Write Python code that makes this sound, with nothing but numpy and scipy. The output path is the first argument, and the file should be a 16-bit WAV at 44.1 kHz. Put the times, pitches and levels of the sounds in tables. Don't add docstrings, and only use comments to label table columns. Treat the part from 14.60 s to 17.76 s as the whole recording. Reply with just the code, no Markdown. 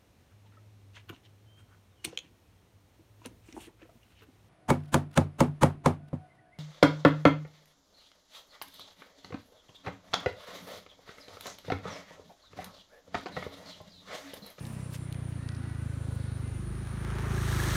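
import sys
import numpy as np
from scipy import signal
from scipy.io import wavfile
from scipy.ndimage import uniform_filter1d

SR = 44100
rng = np.random.default_rng(int(sys.argv[2]) if len(sys.argv) > 2 else 0)


def unload_audio(sound):
    columns = np.transpose(np.atleast_2d(sound))
    steps = np.round(np.clip(columns, -1, 1) * 32767)
    wavfile.write(sys.argv[1], SR, steps.astype(np.int16))


def boost(x):
    u = np.asarray(x, float) / 20
    return 10 ** u


N = 139356

# f/Hz, density/dB per Hz
VALLEY_SPECTRUM = [(200, 5.5), (370, -4.5), (750, -12.5), (1500, -14), (2700, -21), (4000, -24),
                   (8000, -35.5), (15700, -45)]
# start t/s, length/s, level/dB
CRICKET_TRILLS = [
    (0.0, 0.51, -70),
    (1.19, 0.5, -73.5),
]
# t/s, firing f/Hz
FIRING_RATE = [(0.0, 32.59), (0.3, 31.1), (0.6, 29.83), (0.9, 28.34), (1.15, 27.01), (1.4, 26.66),
               (1.62, 25.35), (1.8, 25.45), (1.95, 24.79), (2.1, 26.03), (2.25, 26.84), (2.45, 26.98),
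               (2.65, 27.4), (2.8, 27.68), (2.95, 26.66), (3.16, 25.3)]
# t/s, exhaust level/dB, throttle level/dB, tyre level/dB, clatter level/dB
APPROACH = [(0, -41.5, -80, -75, -64), (.5, -38.5, -70, -69, -72), (1.0, -36, -61, -55.5, -70.5),
            (1.5, -34, -66, -64.5, -67.5), (1.8, -35.5, -45, -59.5, -70), (1.95, -35.5, -44.5, -65, -67.5),
            (2.1, -39, -36.5, -58, -67), (2.3, -37, -43, -52, -64), (2.5, -35.5, -35, -45, -62),
            (2.65, -33.5, -37, -43.5, -58), (2.8, -31, -35, -41.5, -49), (3.0, -31, -33, -37.5, -43),
            (3.16, -30.5, -33.5, -38, -41)]
# f/Hz, width/Hz, level/dB
CLATTER_BANDS = [(3560, 1700, 5.5), (4500, 500, -13), (6000, 1640, 5), (8470, 1800, 1.5), (12100, 5700, 1),
                 (14500, 2000, -25)]
# start t/s, length/s, from f/Hz, to f/Hz, level/dB
BIRD_NOTES = [
    (0.041, 0.091, 1700, 1815, -63),
    (0.154, 0.084, 1700, 2010, -61),
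    (.78, 0.19, 1720, 1905, -60.5),
    (0.979, .27, 1916, 1960, -62),
    (.8, 0.55, 1400, 1500, -62.5),
    (1.3, 0.66, 1522, 1448, -62.5),
    (1.82, 0.2, 2050, 2080, -63),
    (1.82, 0.195, 1425, 1425, -65),
]
# t/s, peak level/dB, centre f/Hz
LEAF_SNAPS = [(.053, -38.5, 3130), (.343, -36, 2300), (0.35, -39, 7000), (.4065, -48, 3400),
              (.526, -35, 3460), (.5262, -37, 8000), (.545, -43, 2270), (0.694, -46, 12000),
              (0.725, -47, 2500), (0.842, -59.5, 6000), (0.8892, -34, 4170), (0.892, -39, 1830),
              (0.92, -44, 4170), (.9487, -42, 5460), (0.953, -46, 4500), (0.966, -47, 4000),
              (0.97, -48, 2500), (.981, -53, 6000), (2.659, -46, 3500), (2.708, -45, 6000)]
# middle t/s, half length/s, level/dB, centre f/Hz
LEAF_RUSTLES = [
    (.07, 0.093, -60.5, 4660),
    (.14, .02, -62, 13100),
    (0.204, 0.051, -65, 4000),
    (0.35, 0.039, -58, 7950),
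    (0.347, 0.022, -51, 2220),
    (0.542, 0.023, -79, 4000),
    (.71, .03, -72, 11200),
    (.95, 0.044, -81, 5000),
    (1.55, .03, -64, 9000),
    (1.8, .015, -65, 4500),
]
# f/Hz, width/Hz, level/dB
TYRE_BANDS = [(306, 210, -5), (590, 940, -5), (1000, 410, -8.5), (1292, 274, -6), (1500, 1190, -1),
              (2500, 2200, -16)]


def unit(x):
    return x / np.sqrt(np.mean(x ** 2))


def band(x, hz, width_hz, order=1):
    high = hz + width_hz / 2
    edges = np.clip([hz * hz / high, high], 5, .48 * SR)
    return signal.sosfilt(signal.butter(order, edges, "bandpass", fs=SR, output="sos"), x)


def walk(rate):
    k = int(SR / rate)
    steps = np.repeat(rng.standard_normal(N // k + 1), k)
    return 1.36 * uniform_filter1d(uniform_filter1d(steps, k), k)[:N]


def hiss():
    return rng.standard_normal(N)


def specks(per_s, spread_db):
    hits = rng.random(N) < per_s / SR
    return hits * boost(spread_db * rng.exponential(size=N)) * np.sign(hiss())


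def swell(t, start, length, edge_s):
    return np.clip(np.minimum(t - start, start + length - t) / edge_s, 0, 1)


def stroke(turns, at, length, ring, sag=0):
    u = (turns - at + .5) % 1 - .5
    return unit(-np.exp(-(u / length) ** 2) * np.cos(2 * np.pi * (ring - sag * u) * u))


def valley():
    hum, common = 0, walk(1.7)
    table_hz, table_db = np.array(VALLEY_SPECTRUM).T
    for hz in 200 * 2 ** (np.arange(19) / 3):
        density_db = np.interp(np.log(hz), np.log(table_hz), table_db)
        db = density_db + 10 * np.log10(hz) + common + 1.9 * walk(7.02)
        hum = hum + boost(db) * unit(band(hiss(), hz, hz / 4, order=2))
    rumble = unit(band(hiss(), 52, 30, order=2)) * boost(-54.5 + 2 * walk(7.7))
    return unit(hum) * boost(-49.5) + rumble


def cicadas(t):
    buzz_hz, throb_hz = 133.3, 9.2
    buzz = 1 + 0.27 * np.sin(2 * np.pi * (buzz_hz * t + 0.17 * walk(9)))
    throb = boost(1.64 * np.sin(2 * np.pi * (throb_hz * t + 0.13)))
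    chorus = band(hiss(), 9400, 1100, order=3) * buzz * throb
    return unit(chorus) * boost(-64.5 + 2.1 * walk(1.33))


def cricket(t):
    trill = unit(band(hiss(), 7600, 280, order=2))
    return sum(boost(db) * swell(t, start, length, 0.062) * trill for start, length, db in CRICKET_TRILLS)


def exhaust(turns, size):
    blow = stroke(turns, at=.485, length=.2, ring=3.95, sag=.8) * size[0] ** .9
    crack = stroke(turns, at=.305, length=.1, ring=7.8) * size[1] ** 2.1
    return blow + boost(-15) * crack


def valve_gear(turns, size, valve_turn):
    puff = np.abs(stroke(turns, valve_turn, length=.15, ring=0)) * size[2] ** 2
    valve = unit(band(hiss() * puff, 1690, 240, order=2))
    gate = 1 + 0.093 * (puff - .4)
    grit = boost(-6) * unit(specks(per_s=490, spread_db=1.7))
    clatter = 0
    for k, (hz, width_hz, db) in enumerate(CLATTER_BANDS):
        rough = hiss() * gate + (-1) ** k * grit
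        clatter = clatter + boost(db + walk(16)) * unit(band(rough, hz, width_hz, order=2))
    return unit(clatter) + boost(-3) * valve


def bird(t):
    out = 0
    for start, length, from_hz, to_hz, db in BIRD_NOTES:
        slide = np.exp(-np.clip(t - start, 0, 9) / (.25 * length))
        hz = to_hz + (from_hz - to_hz) * slide + 22 * walk(40)
        tone = np.sin(2 * np.pi * np.cumsum(hz) / SR)
        out = out + boost(db + 2 * walk(44.2)) * swell(t, start, length, 0.012) * tone
    return out


def leaves(t):
    out = np.zeros(N)
    for at, db, hz in LEAF_SNAPS:
        click = 5.5 * (np.abs(t - at) < .5 / SR)
        decay = (t >= at - .5 / SR) * np.exp(-np.clip(t - at, 0, 1) * SR / 50)
        snap = band((hiss() + click) * decay, hz, hz * 0.91, order=2)
        out += boost(db) * snap / np.abs(snap).max()
    for middle, half, db, hz in LEAF_RUSTLES:
        crackle = hiss() * boost(3.9 * walk(400))
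        out += boost(db) * unit(band(crackle, hz, hz * 3.0)) * np.exp(-((t - middle) / half) ** 2)
    return out


def tyres(turns, valve_turn):
    pulse = 1 + 0.085 * np.cos(4 * np.pi * (turns - valve_turn))
    roar = 0
    for hz, width_hz, db in TYRE_BANDS:
        roar = roar + boost(db + walk(9.26)) * unit(band(hiss() * pulse, hz, width_hz, order=2))
    stones = unit(band(specks(per_s=110, spread_db=3.7), 1080, 1300))
    return unit(unit(roar) + boost(-8) * stones)


def airbox(turns, size):
    boom = np.sqrt(2) * np.cos(4 * np.pi * (turns - 0.575))
    gulp = stroke(turns + 0.0092 * walk(25), at=0.2597, length=0.18, ring=6.7) * size[1] ** 0.98
    bark = stroke(turns + walk(25) / 60, at=0.1093, length=0.19, ring=13.5) * size[2] ** 2
    return boom + boost(-5.5) * gulp + boost(-13) * bark * boost(2 * walk(8.08))


def motorbike(t):
    points = np.array(APPROACH).T
    exhaust_db, throttle_db, tyre_db, clatter_db = (np.interp(t, points[0], c) for c in points[1:])
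    firing_hz = np.interp(t, *np.array(FIRING_RATE).T)
    turns = np.cumsum(firing_hz) / SR + .004 * walk(24.47)
    draws = rng.standard_normal((120, 3)).T
    size = [boost(np.interp(turns - .5, np.arange(120), c)) for c in draws]
    valve_turn = .27
    out = exhaust(turns, size) * boost(exhaust_db)
    out = out + valve_gear(turns, size, valve_turn) * boost(clatter_db)
    out = out + tyres(turns, valve_turn) * boost(tyre_db)
    return out + airbox(turns, size) * boost(throttle_db)


def roadside_echo(bike, t):
    t = t[:SR // 2]
    tail = hiss()[:SR // 2] * boost(-54) ** (t / .25) * (t > .012)
    return signal.fftconvolve(bike, tail / np.sqrt(np.sum(tail ** 2)))[:N]


def scene():
    t = np.arange(N) / SR
    background = valley() + cicadas(t) + cricket(t) + bird(t) + leaves(t)
    bike = motorbike(t)
    return (background + bike + boost(-18) * roadside_echo(bike, t))[None]


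def band_limit(x):
    return signal.sosfilt(signal.butter(12, 15750, fs=SR, output="sos"), x)


def record(dry):
    low_cut = signal.butter(3, 42, "highpass", fs=SR, output="sos")
    mix = signal.sosfiltfilt(low_cut, dry)
    return band_limit(mix)


dry = scene()
out = record(dry)
unload_audio(out)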